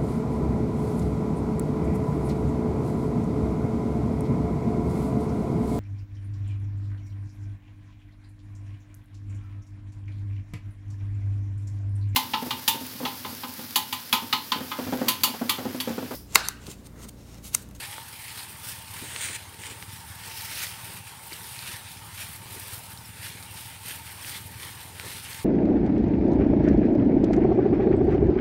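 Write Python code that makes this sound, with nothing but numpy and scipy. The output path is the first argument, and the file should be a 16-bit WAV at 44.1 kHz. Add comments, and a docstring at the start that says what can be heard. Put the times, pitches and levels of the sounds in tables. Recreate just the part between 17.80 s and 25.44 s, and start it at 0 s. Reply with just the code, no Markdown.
"""Two workers pull crop plants by hand in an open field: stems and roots tear with a crackle of tiny
fractures, dry leaves crinkle, stalks snap and a bundle swishes through the standing crop.
Feet shuffle in loose soil, and feet and clods thud on it. Far off, a single-cylinder engine rings its
exhaust with each firing and slowly speeds up. Birds call faintly over a soft hiss, a far drone and
a low breeze."""
import sys
import numpy as np
from scipy import signal
from scipy.fft import rfft, irfft, next_fast_len
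from scipy.io import wavfile
from scipy.ndimage import uniform_filter1d, map_coordinates

SR = 44100
rng = np.random.default_rng(int(sys.argv[2]) if len(sys.argv) > 2 else 0)


def put_to_file(sound):
    """Save the sound as 16-bit audio at rate SR, in the file named by the first command-line argument."""
    columns = np.atleast_2d(sound).T  # one column per channel
    safe = np.clip(columns, -1, 1)
    whole_steps = np.round(safe * 32767)
    wavfile.write(sys.argv[1], SR, whole_steps.astype(np.int16))


N = 337100
TIME = np.arange(N) / SR


def amp(db):
    """Decibels to gain."""
    return 10 ** (np.asarray(db) / 20)


def unit(x):
    """Scale to rms 1."""
    return x / np.sqrt(np.mean(x ** 2) + 1e-20)


def curves(rows):
    """One value per sample for each column after the time, joined by straight lines."""
    times, *columns = np.transpose(rows)
    return [np.interp(TIME, times, column) for column in columns]


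def wobble(rate):
    """A smooth random curve, rate knots a second."""
    return map_coordinates(rng.standard_normal(int(N * rate / SR) + 4), [TIME * rate])


def filtered(x, response):
    """Filter x by a gain that is a function of frequency in Hz."""
    size = next_fast_len(N + SR // 2)
    return irfft(rfft(x, size) * response(np.fft.rfftfreq(size, 1 / SR)), size)[:N]


def coloured(x, spectrum):
    """EQ x with (Hz, dB) points on a log axis, at rms 1."""
    points_hz, db = np.transpose(spectrum)
    return unit(filtered(x, lambda hz: amp(np.interp(np.log(hz + 1), np.log(points_hz), db))))


def patchy(x, depth_db):
    """Keep the colour shifting with gains that wander over pitch and time."""
    spectra = signal.stft(x, nperseg=512)[2]
    gains = rng.standard_normal(spectra.shape)
    for _ in range(2):
        gains = uniform_filter1d(uniform_filter1d(gains, size=3, axis=0), size=10, axis=1)
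    return signal.istft(spectra * amp(depth_db * unit(gains)), nperseg=512)[1][:N]


def add(track, s, sound):
    """Mix a sound into the track at time s."""
    start = max(round(s * SR), 0)
    part = track[start:start + len(sound)]
    part += sound[:len(part)]


def swell(s, rise, fall, db, drop_db=8.5, roundness=1.22):
    """Envelope of one effort: it peaks at s and is drop_db lower one rise before or one fall after."""
    away = np.maximum((s - TIME) / max(rise, .005), (TIME - s) / max(fall, .005))
    return amp(db - drop_db * np.minimum(away, 10) ** roundness)


def together(gains):
    """Unrelated rustles add in power."""
    return np.sqrt(sum(gain ** 2 for gain in gains))


def crackle(rate, spread_db, burst_db, rub_db):
    """Tiny fractures of uneven size and pitch, in sudden bursts, over smooth rubbing."""
    def ticks():
        clicks = (rng.random(N) < rate / SR) * rng.choice([-1, 1], N)
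        return clicks * amp(spread_db * np.minimum(rng.standard_normal(N), 2))

    grains = np.zeros(N)
    bands_hz = np.geomspace(600, 16000, num=9)
    broad = ticks()
    for band in np.eye(len(bands_hz)):
        # some fractures sound in every band, others only around their own pitch
        grains += filtered(1.1 * broad + ticks(), lambda hz: np.interp(hz, bands_hz, band))
    # a fibre gives way at once, and the crackle that it sets off dies down
    slips = signal.lfilter([1], [1, -np.exp(-1 / (0.0073 * SR))], rng.random(N) < 70 / SR)
    bursts = amp(burst_db * np.minimum(slips, 2))
    rubbing = amp(rub_db) * rng.standard_normal(N)
    return unit(patchy((unit(grains) + rubbing) * bursts, depth_db=2.0))


# The mid-range bite of stems and the crisp top of leaves. Each row: frequency in Hz, gain in dB.
STEM_EQ = [(300, -19), (700, -15.5), (1200, -6.5), (1800, 1), (2800, 0), (4100, -2), (5400, -6.5),
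           (6800, -10), (9000, -6.5), (11500, -10), (16000, -38)]
LEAF_EQ = [(2000, -5.5), (5000, -1.5), (7000, -7), (8200, 1), (9200, 7), (10600, 1), (13000, 3.5),
           (16000, -3)]
# Tugs at a handful of plants. Each row: moment of greatest strain, build-up and let-go in seconds,
# relative stem level and relative leaf level in dB.
PLANT_TUGS = [(0.0, .05, 0.089, -37, -42.5), (.14, .08, 0.23, -44, -48), (.41, 0.037, 0.27, -44.5, -47.5),
              (.62, 0.14, 0.088, -42, -46.5), (.9, .09, 0.066, -42, -40.5), (1.18, .1, .1, -43, -44),
              (1.43, 0.25, 0.22, -41, -52), (1.85, 0.045, 0.13, -44.5, -64), (2.03, 0.034, 0.026, -47, -47),
              (2.12, 0.034, 0.17, -47.5, -53), (2.47, 0.07, 0.081, -42, -51),
              (2.58, 0.054, 0.1, -43.5, -44), (2.83, 0.18, 0.078, -35, -41), (3.05, 0.17, 0.24, -44, -47.5),
              (3.28, 0.027, .09, -44, -53), (3.53, 0.051, 0.06, -42, -46),
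              (3.69, 0.15, 0.072, -45.5, -45.5), (3.88, 0.16, 0.11, -40, -44),
              (4.12, 0.13, 0.14, -44.5, -53), (4.41, 0.084, 0.093, -40, -45.5),
              (4.53, 0.067, 0.056, -52, -46), (4.82, 0.24, 0.12, -45, -46.5),
              (4.93, 0.058, 0.067, -45, -44), (5.11, 0.034, 0.049, -46.5, -49), (5.45, 0.063, .1, -39, -45),
              (5.69, .05, 0.066, -49, -58), (5.8, 0.092, 0.085, -44.5, -46),
              (5.89, 0.041, 0.047, -44.5, -52), (6.11, 0.087, 0.083, -40.5, -41),
              (6.27, 0.035, 0.16, -45, -47.5), (6.5, 0.068, 0.032, -39, -39.5),
              (6.56, 0.05, 0.047, -37, -44), (6.83, 0.056, .12, -41.5, -45.5),
              (7.01, .03, 0.057, -47, -48.5), (7.3, 0.12, 0.17, -39, -44.5),
              (7.52, 0.054, 0.16, -40.5, -50)]


def pulling(stir_db=-56):
    """At each tug stems tear with a coarse crackle while the leaves crinkle finely."""
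    stir = amp(stir_db + 3.55 * wobble(18))  # the foliage never quite comes to rest
    stem_gain = together([stir] + [swell(s, rise, fall, db) for s, rise, fall, db, _ in PLANT_TUGS])
    leaf_gain = together([stir] + [swell(s, rise, fall, db) for s, rise, fall, _, db in PLANT_TUGS])
    stems = coloured(crackle(rate=900, spread_db=3, burst_db=3.5, rub_db=0.5), STEM_EQ)
    leaves = coloured(crackle(rate=2600, spread_db=4.5, burst_db=4.0, rub_db=-1.5), LEAF_EQ)
    return amp(-0.48) * stem_gain * stems + amp(3.0) * leaf_gain * leaves


# The engine picking up speed. Each row: time in seconds, firings per second.
ENGINE_SPEED = [(0, 16.45), (1.5, 17.38), (3, 17.9), (3.7, 17.5), (6, 19.98), (7.64, 20.27)]
# The exhaust's boom. Each row: pitch in Hz, relative level in dB, seconds to fade by 60 dB.
EXHAUST_MODES = [(90.3, -4.5, 0.11), (109.5, 3, 0.076), (157, -2.5, 0.051), (216, -12, 0.026)]
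# The engine's fader. Each row: time in seconds, level in dB.
ENGINE_FADER = [(0, -51), (.6, -50), (1.4, -48.5), (2.25, -47.5), (2.6, -50), (3.3, -51.5), (4.1, -49.5),
                (4.7, -47), (5.6, -48), (6.8, -47), (7.64, -48)]


def engine(idle_rate=17.3, brighten_db=2, jitter_s=0.0016, attack_s=0.0093):
    """Each firing rings the exhaust, brighter at speed; distance smears it into a throbbing rumble."""
    rate, = curves(ENGINE_SPEED)
    cycles = np.cumsum(rate) / SR + .55  # starts mid-cycle
    firings = np.interp(np.arange(1, cycles[-1]), cycles, TIME)
    thumps, t = np.zeros(N), np.arange(SR // 6) / SR
    attack = 1 - np.exp(-t / attack_s)
    pivot_hz = EXHAUST_MODES[1][0]
    for s in firings:
        db_per_octave = brighten_db * (np.interp(s, TIME, rate) - idle_rate)
        ring = np.zeros(len(t))
        for hz, db, t60 in EXHAUST_MODES:
            mode_db = db + db_per_octave * np.log2(hz / pivot_hz) + rng.normal(0, 2.3)
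            mode_hz = hz * (1 + rng.normal(0, 0.048))
            ring += amp(mode_db - 60 * t / t60) * np.sin(2 * np.pi * mode_hz * t)
        add(thumps, s + rng.normal(0, jitter_s), amp(rng.normal(0, 0.5)) * ring * attack)
    thumps = unit(filtered(thumps, lambda hz: hz ** 4 / (hz ** 4 + 55 ** 4)))  # low cut at 55 Hz
    smear_eq = [(35, -28), (60, -18), (100, -0.5), (150, -15.5), (260, -15.5), (600, -39)]
    smear = coloured(rng.standard_normal(N), smear_eq)
    drift_db = wobble(6.4)  # the level wanders on the air
    return amp(curves(ENGINE_FADER)[0] + drift_db) * unit(thumps + amp(-5.5) * smear)


# The tone of the steady background hiss, with the microphone's bright peak near 9 kHz.
# Each row: frequency in Hz, gain in dB.
HISS_EQ = [(88, -24), (150, 0.5), (269, -10), (660, -9.5), (901, -6.5), (1010, -4.5), (1330, -8),
           (2680, -11), (4040, -14.5), (6570, -19.5), (9160, -9.5), (10700, -17.5), (13500, -19),
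           (15800, -15.5)]


def hiss():
    """A soft bed of background hiss whose colour keeps shifting."""
    gain = amp(-48.5 + 0.45 * wobble(3.06))
    return gain * coloured(patchy(rng.standard_normal(N), depth_db=3.0), HISS_EQ)


# The drone's two notes. Each row: centre in Hz, width in Hz, relative level in dB.
DRONE_BANDS = [(804, 43, -0.5), (903.6, 62, 6)]
# The drone's fader. Each row: time in seconds, level in dB.
DRONE_FADER = [(0, -56.5), (1.5, -55), (3.4, -53), (4.4, -56), (6, -55.5), (7.64, -55.5)]


def drone():
    """Narrow bands of noise waver in the distance."""
    def bands(hz):
        return sum(amp(db) / (1 + (2 * (hz - centre) / width) ** 2) for centre, width, db in DRONE_BANDS)

    gain = amp(curves(DRONE_FADER)[0] + 1.2 * wobble(16))
    return gain * unit(filtered(rng.standard_normal(N), bands))


# The strength of the breeze. Each row: time in seconds, level in dB.
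BREEZE_FADER = [(0, -72), (3.8, -75.5), (4.2, -62), (5.7, -67), (6.3, -73), (7.64, -70)]


def breeze(gust_db=2.5, gust_rate=5):
    """Light gusts on the microphone make a deep rumble."""
    gain = amp(curves(BREEZE_FADER)[0] + gust_db * wobble(gust_rate))
    return gain * coloured(rng.standard_normal(N), [(12, -40), (25, -25), (38, 0), (70, -7), (150, -24)])


# The shape of a bird's whistle. Each row: time in seconds, pitch in Hz, level in dB.
WHISTLE_GLIDE = [(0, 797, -64), (.08, 810, -49), (.14, 840, -53), (.19, 898, -46), (.25, 941, -62),
                 (.32, 935, -87)]


def bird_whistle():
    """A far bird gives one pure, rising note with a flickering level."""
    hz, db = curves(WHISTLE_GLIDE)
    tone = np.sin(2 * np.pi * np.cumsum(hz) / SR)
    return amp(db + 1.3 * wobble(43)) * tone * (TIME < WHISTLE_GLIDE[-1][0])


# Footwork in loose soil. Each row: peak time in seconds, rise and fall time in seconds,
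# relative level in dB.
FOOT_SHUFFLES = [(.02, .05, -54.5), (1.27, 0.042, -50), (1.48, 0.17, -50), (1.924, 0.23, -52.5),
                 (2.478, 0.027, -43), (2.807, 0.049, -53), (3.528, .03, -53.5), (4.78, 0.13, -51.5),
                 (5.55, .15, -58), (6.53, .08, -51.5), (6.857, 0.073, -50.5), (7.264, 0.22, -50.5)]


def shuffling():
    """Soft soil crumbles under shifting feet."""
    soil_eq = [(30, -41), (130, -17), (240, -2.5), (450, 1.0), (750, -16.5), (2000, -10), (6000, -50)]
    crumbs = coloured(crackle(rate=400, spread_db=1.5, burst_db=8.0, rub_db=-2.5), soil_eq)
    gain = together(swell(s, ramp, ramp, db) for s, ramp, db in FOOT_SHUFFLES)
    return amp(-2.5) * gain * crumbs


# Sharp accents of breaking stalks. Each row: start in seconds, relative level in dB, pitch in Hz,
# seconds for the ring to fade by 60 dB.
STALK_SNAPS = [(0.182, -18, 1300, 0.0026), (0.631, -30, 4380, .014), (1.362, -15, 2600, 0.0033),
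               (1.487, -18, 2180, 0.0022), (1.743, -31, 2400, .003), (1.837, -21, 2144, 0.0023),
               (2.026, -20.5, 2070, 0.0035), (3.278, -33, 2200, .003), (3.522, -26.5, 2240, 0.01),
               (3.53, -24, 4750, 0.008), (3.791, -23.5, 4370, 0.0058), (4.402, -24, 3000, .002),
               (5.175, -28.5, 4000, 0.0038), (5.627, -24, 4200, 0.0011), (6.099, -31, 2500, .003),
               (6.447, -25.5, 2620, 0.0067), (7.198, -15.5, 2300, 0.0029), (7.531, -26, 4500, 0.0058)]


def snapping(crack_db=-8, crack_t60=.004, splinter_db=-21, splinter_t60=0.071):
    """A stalk breaks: a few cycles at its own pitch, a thin crack and a short splintering tail."""
    track, t = np.zeros(N), np.arange(SR // 10) / SR
    for s, db, hz, t60 in STALK_SNAPS:
        ring = np.sin(2 * np.pi * hz * t) * amp(-60 * t / t60)
        crack = amp(crack_db - 60 * t / crack_t60)
        splinter = amp(splinter_db - 60 * t / splinter_t60)
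        snap = ring + (crack + splinter) * rng.standard_normal(len(t))
        # a thin stalk radiates mostly around its own pitch
        stalk = signal.butter(2, [hz / 2.9, min(hz * 2.6, SR / 3)], "band", fs=SR, output="sos")
        add(track, s, amp(db - 1.0) * signal.sosfilt(stalk, snap))
    return track


# The rasp of roots. Each row: frequency in Hz, gain in dB.
ROOT_EQ = [(1000, -27), (2500, 0), (4000, -6), (5300, 2), (7000, -8), (9000, -16), (15000, -3)]
# Roots giving way. Each row: moment of greatest strain, build-up and let-go in seconds, level in dB.
ROOT_TEARS = [(.9, .08, .08, -41.5), (2.83, 0.28, .08, -36.5), (4.41, .05, .05, -44),
              (5.465, .05, .06, -56), (6.11, .06, .06, -53), (6.49, .05, .04, -46)]


def uprooting():
    """Tough roots tear loose in a dense crackle that swells with the strain."""
    roots = coloured(crackle(rate=1800, spread_db=5, burst_db=3.0, rub_db=2), ROOT_EQ)
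    return together(swell(*tear) for tear in ROOT_TEARS) * roots


# The sheen of the swish. Each row: frequency in Hz, gain in dB.
SWISH_EQ = [(700, -27), (1300, -8), (2000, -0.5), (3000, -3.5), (4100, -6.5), (5200, -14), (6300, -7),
            (7400, -3.5), (8700, 0), (9700, -3), (11000, -26), (16000, -11)]
# A bundle swept through the crop, one list a stroke. Each row: time in seconds, relative level in dB.
BUNDLE_STROKES = [
    [(1.1, -75), (1.25, -44), (1.36, -42.5), (1.425, -35.5), (1.5, -38), (1.565, -37.5), (1.59, -72)],
    [(1.79, -51), (1.87, -43.5), (1.94, -50), (1.97, -59)],
]


def sweeping():
    """Many dry heads brush past each other in a bright swish."""
    gain = sum(amp(np.interp(TIME, *np.transpose(stroke), left=-120, right=-120))
               for stroke in BUNDLE_STROKES)
    swish = coloured(crackle(rate=2500, spread_db=3.5, burst_db=4.0, rub_db=4), SWISH_EQ)
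    return amp(3.5) * gain * swish


# Feet and clods landing. Each row: start in seconds, relative level in dB.
SOIL_THUDS = [(1.223, -34), (3.519, -38), (4.656, -40), (5.393, -56), (5.548, -45), (6.106, -53),
              (7.209, -46), (7.274, -40)]


def thudding(t60=0.1):
    """Soft soil takes each blow with a dull puff."""
    blows = sum(amp(db - 60 * np.abs(TIME - s) / t60) * (TIME >= s) for s, db in SOIL_THUDS)
    puff = coloured(rng.standard_normal(N), [(30, -41), (130, -8), (330, -9), (700, -26), (2500, -40)])
    return amp(-6.0) * blows * puff


# A small bird's calls. Each row: loudest moment in seconds, level in dB.
BIRD_CHIRPS = [(2.141, -52), (2.198, -50), (3.575, -55), (3.645, -51), (5.19, -53), (5.256, -48.5),
               (6.425, -49), (6.485, -47)]


def bird_chirps(centre_hz=5330, fall_hz_per_s=23000, fade_s=0.018):
    """Short chirps glide down, and moving air makes them flutter."""
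    song, t = np.zeros(N), np.arange(-SR // 20, SR // 20) / SR
    phase = 2 * np.pi * (centre_hz - fall_hz_per_s * t / 2) * t
    chirp = np.exp(-np.abs(t) / fade_s) * np.sin(phase)
    for s, db in BIRD_CHIRPS:
        add(song, s + t[0], amp(db) * chirp)
    return song * amp(3.9 * wobble(250))


def scene():
    """Close handwork over a distant backdrop, in mono, with no walls to answer."""
    work = pulling() + shuffling() + snapping() + uprooting() + sweeping() + thudding()
    backdrop = engine() + hiss() + drone() + breeze() + bird_whistle() + bird_chirps()
    return (work + backdrop)[None]


def record(dry, top_hz=15750):
    """A brick-wall high cut takes off the very top."""
    return np.array([filtered(channel, lambda hz: hz < top_hz) for channel in dry])


dry = scene()
out = record(dry)
put_to_file(out)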